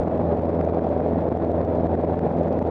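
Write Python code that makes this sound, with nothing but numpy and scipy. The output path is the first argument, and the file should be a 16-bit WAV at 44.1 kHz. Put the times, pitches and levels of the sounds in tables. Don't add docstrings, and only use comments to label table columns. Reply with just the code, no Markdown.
import sys
import numpy as np
from scipy import signal
from scipy.io import wavfile
from scipy.ndimage import uniform_filter1d

SR = 44100
rng = np.random.default_rng(int(sys.argv[2]) if len(sys.argv) > 2 else 0)


def master_out(mix):
    frames = np.transpose(np.atleast_2d(mix))
    ceiling = np.clip(frames, -1, 1)
    pcm = np.round(ceiling * 32767).astype(np.int16)
    wavfile.write(sys.argv[1], SR, pcm)


def invert_db(x):
    u = np.asarray(x, float) / 20
    return 10 ** u


N = 119070

# t/s, f/Hz
FIRING_RATE = [
    (0, 83.05),
    (.5, 83.03),
    (1.08, 82.8),
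    (1.66, 82.96),
    (2.3, 83.15),
    (2.7, 83.15),
]
# multiple of the firing rate, level/dB
ORDERS = [(.25, -13), (1, 4.5), (1.25, -4.5), (1.75, -12), (2, 0), (2.5, -15), (2.75, -18), (3, -4),
          (3.25, -8.5), (4, -2), (5, -3.5), (5.25, -9.5), (6, -5.5), (6.5, -10), (6.75, -9.5), (7, -5),
          (7.25, -8), (7.75, -4), (8, -10.5), (8.75, -13.5), (8.25, -13.5), (9, -9.5), (9.5, -16.5),
          (10, -18), (11.25, -20.5), (12, -21), (15, -34)]
# level/dB, lateness/ms
CYLINDER_KNOCKS = [
    (0.5, 2.5),
    (0, 1.17),
    (-5, -1.5),
    (-6, 0.75),
]
# f/Hz, bandwidth/Hz, level/dB
PANEL_MODES = [
    (237.6, 20, 2.5),
    (403, 60, -14.5),
    (620, 130, 2),
    (810, 60, -6.5),
    (860, 160, -24.5),
]
# f/Hz, level/dB
ROAR_SPECTRUM = [
    (26, -16),
    (72, -10),
    (205, -1),
    (650, -0.5),
    (1210, -23),
    (2450, -38.5),
    (2950, -47.5),
    (3400, -44.5),
]
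# t/s, tick level/dB, crack level/dB, gain drop/dB
OVERLOAD_EVENTS = [(0.035, -61, -66, 7.5), (0.0824, -62.5, -71, 11), (0.218, -67.5, -62, 6),
                   (0.3232, -61, -52.5, 2), (0.395, -63, -54, 8.5), (0.4569, -64, -64, 5.5),
                   (0.5036, -67, -59, 7.5), (0.6124, -58.5, -42.5, 8), (0.6499, -60, -61, 5.5),
                   (.698, -67, -56, 7), (.7935, -68, -45, 14.5), (0.89, -63, -65, 6.5),
                   (1.0048, -65, -52, 7), (1.1333, -64, -76, 5), (1.2887, -62, -63, 13),
                   (1.3245, -62.5, -60, 9), (1.3738, -61.5, -70, 13), (1.518, -60.5, -64, 9.5),
                   (1.6144, -62, -47, 10.5), (1.6503, -62, -63, 8), (1.8087, -61, -57, 5.5),
                   (1.87, -63, -59, 9.5), (1.952, -65.5, -45.5, 12.5), (2.0494, -61, -65, 7),
                   (2.1449, -66, -59, 10.5), (2.193, -58, -46, 14.5), (2.2717, -61.5, -58, 2.5),
                   (2.4822, -61, -53, 8), (2.5908, -60, -45, 11), (2.6261, -61, -75, 14.5)]
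# t/s, tick level/dB, gain drop/dB
LIGHT_TOUCHES = [(.009, -63, 4), (.1566, -68, 1), (.1777, -64, 2), (.2735, -68, 1), (.3529, -68, 4),
                 (.3733, -66, 3), (.4206, -68, 1), (.4917, -67, 1), (.5519, -64, 4), (.7463, -64, 1),
                 (.8415, -66, 1), (.8689, -65, 1), (.9399, -66, 3), (.981, -67, 1), (1.0718, -66, 1),
                 (1.0821, -67, 2), (1.21, -65, 3), (1.2222, -68, 3), (1.2444, -68, 1), (1.3559, -68, 1),
                 (1.4481, -62, 6), (1.4729, -67, 2), (1.7047, -65, 4), (1.7531, -60, 3), (1.7727, -66, 1),
                 (1.8488, -68, 1), (1.8605, -67, 1), (2.0128, -62, 5), (2.1077, -66, 1), (2.2995, -68, 1),
                 (2.3205, -66, 7), (2.372, -66, 1), (2.3867, -61, 2), (2.4339, -61, 3), (2.5292, -59, 4),
                 (2.6733, -61, 2)]

CRANK_START = -.043
TONES_DB, PHASE_LEAN_RAD = -31.5, 0.99
WAVER_DB, WAVER_RAD = 1.6, .21
KNOCK_DB, KNOCK_SPREAD_DB, KNOCK_JITTER_MS = -33.5, 5, 0.2
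KNOCK_RISE_MS = 0.65
ROAR_DB, PATCHY_DB, FLICKER_DB = -23, 0.5, 1.8
ROAR_SLOPE_DB_PER_OCT = -23
THROB_DB = 0.7
CYCLE_DB, CYCLE_RAD = 0.62, 3.3
SNAP_MS, RECOVER_MS = .33, 18
TICK_DB, TICK_HZ, CHATTER_MS, DULL_HZ = 29.5, 1500, 1.4, 8500
SMALL_TICK_DB, SMALL_SPREAD_DB = -50, 5
STRAY_PER_S, STRAY_DB = 750, -63.5
BLOW_DB, DIVE_MS, REBOUND_MS = -15, 1.3, 1.8
CRACK_DB, CRACK_HZ, CRACK_MS = 11, 1500, .5
LEAD = 2048
BASS_CUT_HZ, EDGE_HZ = 99, 10000
CEILING, FADE_MS = .56, 2


def evened(x):
    return x / np.sqrt(np.mean(x ** 2) + 1e-20)


def wander(rate_hz):
    t = np.arange(0, N + 32, 32) / SR
    rates = rate_hz * np.geomspace(.05, 1, 12)
    slow = sum(np.sin(2 * np.pi * (f * t + rng.random())) for f in rates)
    return np.interp(np.arange(N) / SR, t, evened(slow))


def firings():
    s, hz = np.transpose(FIRING_RATE)
    rate = np.interp(np.arange(N) / SR, s, hz)
    return np.cumsum(rate) / SR + 4 * CRANK_START


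def tones(turns):
    out = np.zeros(N)
    for order, db in ORDERS:
        k = round(4 * order) / 4
        phase = 2 * np.pi * k * turns + PHASE_LEAN_RAD * np.log2(k) + WAVER_RAD * np.cbrt(k) * wander(8)
        out += invert_db(db + WAVER_DB * wander(9.3)) * np.cos(phase)
    return invert_db(TONES_DB) * np.sqrt(2) * out


def train(turns, level_db, late_ms):
    at = np.flatnonzero(np.diff(np.floor(turns)) > 0)
    delay = (late_ms[:len(at)] * SR / 1000).astype(int)
    out = np.zeros(N)
    out[np.clip(at + delay, 0, N - 1)] = invert_db(level_db[:len(at)])
    return out


def panels(turns):
    first = int(np.floor(turns[0]) + 1)
    db, late = np.roll(np.tile(CYLINDER_KNOCKS, (80, 1)), -first, axis=0).T
    luck = rng.standard_normal((len(db), 2))
    t = np.arange(3000) / SR
    ring = np.zeros(3000)
    for hz, width, level in PANEL_MODES:
        ring += invert_db(level) * np.exp(-np.pi * width * t) * np.sin(2 * np.pi * hz * t)
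    ring *= 1 - np.exp(-(1000 * t / KNOCK_RISE_MS) ** 2)
    knocks = train(turns, db + KNOCK_SPREAD_DB * luck[:, 0], late + KNOCK_JITTER_MS * luck[:, 1])
    return invert_db(KNOCK_DB) * evened(signal.oaconvolve(knocks, ring)[:N])


def roar(turns):
    frames, hz = N // 256 + 5, np.fft.rfftfreq(1024, 1 / SR)
    real, imag, patches = rng.standard_normal((frames, 513, 3)).T
    patches = uniform_filter1d(patches, size=10, axis=0)
    patches = evened(uniform_filter1d(patches, size=8, axis=1))
    f, db = np.transpose(ROAR_SPECTRUM)
    octave = np.log2(hz + 1)
    above = np.maximum(octave - np.log2(f[-1]), 0)
    colour = np.interp(octave, np.log2(f), db) + ROAR_SLOPE_DB_PER_OCT * above
    spectrum = (real + 1j * imag) * invert_db(colour[:, None] + PATCHY_DB * patches)
    noise = signal.istft(spectrum, nperseg=1024, noverlap=768)[1][:N]
    flicker = FLICKER_DB * np.clip(wander(150), -2, 1.5)
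    throb = THROB_DB * np.cos(2 * np.pi * turns)
    cycle = CYCLE_DB * np.cos(np.pi * turns / 2 + CYCLE_RAD)
    return invert_db(ROAR_DB + flicker + throb + cycle) * evened(noise)


def limiter_db():
    since, drop = np.arange(-441, 6000) * 1000 / SR, np.zeros(N)
    for s, *_, db in [*OVERLOAD_EVENTS, *LIGHT_TOUCHES]:
        drop[int(s * SR)] = max(db, 0)
    snap = .5 + .5 * np.tanh(since / SNAP_MS)
    creep = snap * np.exp(-abs(since) / RECOVER_MS)
    return -signal.oaconvolve(drop, creep)[441:441 + N]


def ticks(edge):
    t = np.arange(-100, 200) * 1000 / SR
    spell = signal.oaconvolve(edge, np.exp(-(t / CHATTER_MS) ** 2))[100:100 + N]
    chatter = spell * rng.standard_normal(N)
    u = 2 * np.pi * TICK_HZ * np.arange(200) / SR
    click = (1 - u / 2) * u * np.exp(-u)
    sharp = signal.oaconvolve(edge + .22 * chatter, click)[:N]
    return signal.sosfilt(signal.butter(3, DULL_HZ, fs=SR, output="sos"), sharp)


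def blows(turns):
    t = np.arange(-441, 882) * 1000 / SR
    cut = .5 + .5 * np.tanh(t / SNAP_MS)
    dip = cut * np.exp(-abs(t) / REBOUND_MS) - (1 - cut) * np.exp(-abs(t) / DIVE_MS)
    crack = np.sin(2 * np.pi * CRACK_HZ * t / 1000) * np.exp(-(t / CRACK_MS) ** 2)
    s, tick_db, crack_db, _ = np.transpose(OVERLOAD_EVENTS)
    big, cracks, edge = np.zeros((3, N))
    at = (s * SR).astype(int)
    big[at] = invert_db(BLOW_DB)
    cracks[at] = invert_db(CRACK_DB + crack_db)
    edge[at] = invert_db(TICK_DB + tick_db)
    s, tick_db, _ = np.transpose(LIGHT_TOUCHES)
    edge[(s * SR).astype(int)] = invert_db(TICK_DB + tick_db)
    luck = rng.standard_normal((320, 2))
    edge += train(turns, SMALL_TICK_DB + SMALL_SPREAD_DB * luck[:, 0], -3 + 0.4 * luck[:, 1])
    stray = invert_db(STRAY_DB + SMALL_SPREAD_DB * rng.standard_normal(N))
    edge += stray * (rng.random(N) < STRAY_PER_S / SR)
    struck = signal.oaconvolve(big, dip) + signal.oaconvolve(cracks, crack)
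    return struck[441:441 + N] + ticks(edge)


def scene():
    turns = firings()
    cabin = tones(turns) + panels(turns) + roar(turns)
    return (cabin * invert_db(limiter_db()) + blows(turns))[None]


def top_cut(x):
    return signal.sosfilt(signal.butter(12, 11240, fs=SR, output="sos"), x)


def record(dry):
    longer = np.pad(dry, ((0, 0), (LEAD, LEAD)), "reflect", reflect_type="odd")
    thin = signal.sosfilt(signal.butter(1, BASS_CUT_HZ, "high", fs=SR, output="sos"), longer)
    drive = thin / CEILING
    soft = CEILING * np.tanh(drive * (1 + drive ** 2 / 3))
    edge = signal.firwin(127, EDGE_HZ, fs=SR)[None]
    low = signal.oaconvolve(soft, edge, "same")[:, LEAD:LEAD + N]
    left_ms = np.arange(N)[::-1] * 1000 / SR
    mix = low * np.sin(np.pi / 2 * np.minimum(left_ms / FADE_MS, 1)) ** 2
    return top_cut(mix)


dry = scene()
out = record(dry)
master_out(out)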